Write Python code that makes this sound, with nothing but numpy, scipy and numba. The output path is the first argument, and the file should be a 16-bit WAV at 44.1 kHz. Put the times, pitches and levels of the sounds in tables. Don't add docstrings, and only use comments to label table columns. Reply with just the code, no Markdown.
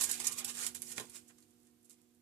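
import sys
import numpy as np
from scipy import signal
from scipy.fft import rfft, irfft
from scipy.io import wavfile
from scipy.ndimage import uniform_filter1d, map_coordinates
from numba import njit

SR = 44100
rng = np.random.default_rng(int(sys.argv[2]) if len(sys.argv) > 2 else 0)


def materialize(psi):
    bounded = np.clip(np.atleast_2d(psi).T, -1, 1)
    quanta = np.round(bounded * 32767).astype(np.int16)
    wavfile.write(sys.argv[1], SR, quanta)


N = 97637
SPLIT_HZ = 3880


def undb(db):
    return 10 ** (np.asarray(db) / 20)


def curve(table, col, at):
    table = np.array(table, float)
    return np.interp(at, table[:, 0], table[:, col])


def colour(x, *tables):
    log_hz = np.log(np.fft.rfftfreq(2 * N, 1 / SR) + 1)
    db = sum(np.interp(log_hz, np.log(t[:, 0] + 1), t[:, 1]) for t in map(np.array, tables))
    return irfft(rfft(x, 2 * N) * undb(db), 2 * N)[:N]


def walk(rate):
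    hold = int(SR / rate)
    return 1.15 * uniform_filter1d(np.repeat(rng.standard_normal(N), hold)[:N], hold)


def ports(balance_db):
    return undb(np.array([[balance_db], [-balance_db]]) / 2)


@njit
def rings(start_s, hz, t60, size, phase):
    y = np.zeros(N)
    for k in range(len(start_s)):
        pole = 2j * np.pi * hz[k] / SR - np.log(1000.) / (t60[k] * SR)
        onset = start_s[k] * SR
        first = int(np.ceil(onset))
        z = size[k] * np.exp(pole * (first - onset) + 1j * phase[k])
        step = np.exp(pole)
        for j in range(max(first, 0), min(N, first + int(t60[k] * SR))):
            y[j] += z.imag
            z *= step
    return y


def room_air():
    # frequency in Hz, gain in dB.
    spectrum = [(20, -28), (45, -20.5), (100, -5.5), (200, -10), (420, -13), (600, -20.5), (2500, -22),
                (15000, -20)]
    common, left, right = rng.standard_normal((3, N))
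    bass = signal.lfilter(*signal.butter(1, 605, fs=SR), common)
    air = np.array([colour(bass + 0.78 * own, spectrum) for own in (left, right)])
    air /= np.sqrt(np.mean(air ** 2))
    return air * undb(-76) * ports(balance_db=-5.5)


def mains_hum(t):
    # frequency in Hz, relative level in dB.
    harmonics = [(240, -77), (360, -83.5), (480, -91.5), (720, -96)]
    waver_db, drone_from_s, drone_rise_s = 1.36, 1.06, 0.096

    def tone(hz, db):
        level = undb(db + waver_db * walk(rate=37))
        return np.sqrt(2) * level * np.sin(2 * np.pi * (hz * t + rng.random()))

    drone = tone(hz=313, db=-84) / (1 + np.exp((drone_from_s - t) / drone_rise_s))
    return (sum(tone(hz, db) for hz, db in harmonics) + drone) * ports(balance_db=-10.5)


def palm_pat():
    # start in seconds, relative level in dB.
    contacts = [(.981, -41), (1.000, -41.5), (1.011, -43), (1.041, -52)]
    # frequency in Hz, gain in dB, T60 in seconds.
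    modes = [(116, -7, 0.027), (242, -6, 0.051), (436, -0.5, 0.029), (672, -8, 0.041), (1021, -3.5, 0.053),
             (1562, -2.5, 0.043)]
    push_s, detune = 0.00051, 0.024
    strikes = [(start, hz * (1 + detune * rng.standard_normal()), t60, undb(db + mode_db))
               for start, db in contacts for hz, mode_db, t60 in modes]
    knock = rings(*np.array(strikes).T, 2 * np.pi * rng.random(len(strikes)))
    knock -= uniform_filter1d(knock, SR // 100)
    return uniform_filter1d(knock, int(push_s * SR)) * ports(balance_db=-8)


def crease_strength(start, hz):
    # time in seconds, treble and middle in relative dB.
    handling = [(0, -37.5, -38), (.025, -29.5, -40.5), (.045, -43, -49), (.075, -43.5, -45.5),
                (.12, -36.5, -43.5), (.19, -50, -49.5), (.255, -50, -45.5), (.3, -65, -42.5),
                (.325, -36.5, -47), (.35, -56.5, -53), (.39, -37, -43.5), (.435, -61, -46),
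                (.47, -46.5, -49), (.495, -39, -42.5), (.525, -52, -53.5), (.57, -42.5, -46),
                (.635, -38.5, -42.5), (.675, -45, -48.5), (.7, -53.5, -54), (.74, -66, -67),
                (.81, -56.5, -72), (.88, -48, -62), (.92, -43.5, -47.5), (.95, -58, -60),
                (.975, -44.5, -47), (1.02, -56, -48.5), (1.08, -64.5, -65.5), (1.13, -60, -64),
                (1.155, -46.5, -50.5), (1.2, -63.5, -66), (1.25, -72, -77), (1.63, -79.5, -87),
                (1.675, -72.5, -73), (1.73, -91, -101), (1.893, -78, -80), (1.908, -55.5, -69.5),
                (1.96, -78.5, -79), (2.21, -85, -92.5)]
    # peak time in seconds, relative level in dB,
    # middle against treble in dB, decay time in seconds.
    snaps = [(0.0107, -23, -5.5, 0.0069), (0.0364, -19.5, -13, 0.012), (0.094, -24.5, -8.5, 0.0057),
             (0.113, -19, -29, 0.0048), (0.1995, -31.5, -2, 0.025), (0.243, -30, -9, 0.03),
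             (0.2712, -18, -29, 0.0081), (.384, -23.5, -10, 0.0033), (0.4466, -24, -13, 0.0067),
             (0.6656, -23.5, -12, 0.0061), (0.7478, -32.5, -6.5, 0.016), (0.8208, -36, -4.5, 0.0074),
             (0.9809, -26, 6.5, 0.0018), (0.9976, -35.5, 6, 0.0091), (1.098, -40, -31, 0.0056),
             (1.284, -52.5, -18, 0.015), (1.303, -64, 14, 0.0094), (1.386, -57.5, 0.5, 0.0075),
             (1.427, -57, -3, 0.0073), (1.855, -52.5, -35, 0.0056)]
    swarm_db = -6
    power = undb(2 * np.array([curve(handling, 1, start), curve(handling, 2, start)]))
    for peak_s, db, middle_db, decay_s in snaps:
        rise_s = 0.0079 if db < -45 else 0.0014
        swell = np.exp(-2 * np.abs(start - peak_s) / np.where(start > peak_s, decay_s, rise_s))
        power += swell * undb(2 * (db + swarm_db + np.array([[0], [middle_db]])))
    treble, middle = power
    treble_share = 1 / (1 + (SPLIT_HZ / hz) ** 4)
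    return np.sqrt(middle ** (1 - treble_share) * treble ** treble_share)


def crease_ticks():
    ticks_per_s, tick_db, clump_db, scatter_db = 24000, 17, 1.5, 2.5
    count = int(ticks_per_s * N / SR)
    when, pitch, chance, turn = rng.random((count, 4)).T
    spot = rng.standard_normal(count)
    start, hz = when * N / SR, 300 + 14700 * pitch ** 2
    t60 = 0.0042 * 7000 / hz
    clump = walk(rate=450)[(start * SR).astype(int)]
    size = crease_strength(start, hz)
    size *= undb(tick_db + clump_db * clump - scatter_db * np.log(chance + 0.0018))
    size *= np.sqrt(pitch / t60 / ticks_per_s)
    return np.array([start, hz, t60, size, 2 * np.pi * turn, spot])


def lone_clicks():
    # start in seconds, relative level in dB.
    clicks = [(.0112, -12), (.0184, -8), (0.1197, -23), (0.269, -5.5), (.272, -13), (.325, -19),
              (.4462, -18), (0.8199, -10), (.9985, -24), (1.405, -41), (1.508, -44), (1.6023, -49),
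              (1.633, -47), (1.6701, -43), (1.711, -50), (1.8126, -48), (1.8305, -45), (1.848, -41),
              (1.8974, -32), (2.0169, -44), (2.1495, -46)]
    hz, t60, phase, spot = 10650, 0.0008, 1, 0
    return np.array([(start, hz, t60, undb(db), phase, spot) for start, db in clicks]).T


def pockets(x):
    depth_db, drift_s, width_octaves, top_hz = 8, .05, .17, 1600
    hz, times, spectra = signal.stft(x, SR, nperseg=1024)
    field = rng.standard_normal((120, 40))
    octaves = np.log2(np.maximum(hz, 250) / 250)
    grid = np.meshgrid(times / drift_s, octaves / width_octaves)
    db = depth_db * map_coordinates(field, grid, order=1) / (1 + (hz[:, None] / top_hz) ** 2)
    return signal.istft(spectra * undb(db), SR, nperseg=1024)[1][:, :N]


def wax_paper():
    # frequency in Hz, gain in dB.
    spectrum = [(250, -12), (450, -11), (600, -16.5), (900, -7.5), (1350, -9), (2200, -4), (5700, -4),
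                (7400, -1), (11000, -8), (14500, -20)]
    # frequency in Hz, left against right in dB.
    balance = [(500, -8.5), (5000, -4.5), (7500, -14), (15000, -17)]
    port_lag_s, spread_s = .00007, .00012
    start, hz, t60, size, phase, spot = np.hstack([crease_ticks(), lone_clicks()])
    low_cut = signal.butter(4, SPLIT_HZ, "high", fs=SR, output="sos")
    channels = []
    for side in (1, -1):
        arrival = start + side * (port_lag_s + spread_s * spot) / 2
        high, low = (rings(arrival[band], hz[band], t60[band], size[band], phase[band])
                     for band in (hz > SPLIT_HZ, hz <= SPLIT_HZ))
        ticks = low + signal.sosfilt(low_cut, high)
        channels.append(colour(ticks, spectrum, np.array(balance) * [1, side / 2]))
    return pockets(np.array(channels))


def scene():
    # time in seconds, gain in dB.
    fade = [(0, 14.6), (.6, 13.6), (1.0, 12.2), (1.3, 4.6), (2.21, 0.71)]
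    room_t60_s, room_db = 0.088, -5
    t = np.arange(N) / SR
    near = wax_paper() + palm_pat()
    tail_t = t[:SR // 2]
    tail = rng.standard_normal((2, len(tail_t))) * undb(-60 * tail_t / room_t60_s) * (tail_t > .002)
    tail /= np.sqrt(np.sum(tail ** 2, axis=1, keepdims=True))
    room = signal.fftconvolve(near, tail, axes=1)[:, :N]
    background = (mains_hum(t) + room_air()) * undb(curve(fade, 1, t))
    return near + undb(room_db) * room + background


def record(dry):
    top_hz = 14600
    return signal.sosfilt(signal.cheby1(12, .5, top_hz, fs=SR, output="sos"), dry)


dry = scene()
out = record(dry)
materialize(out)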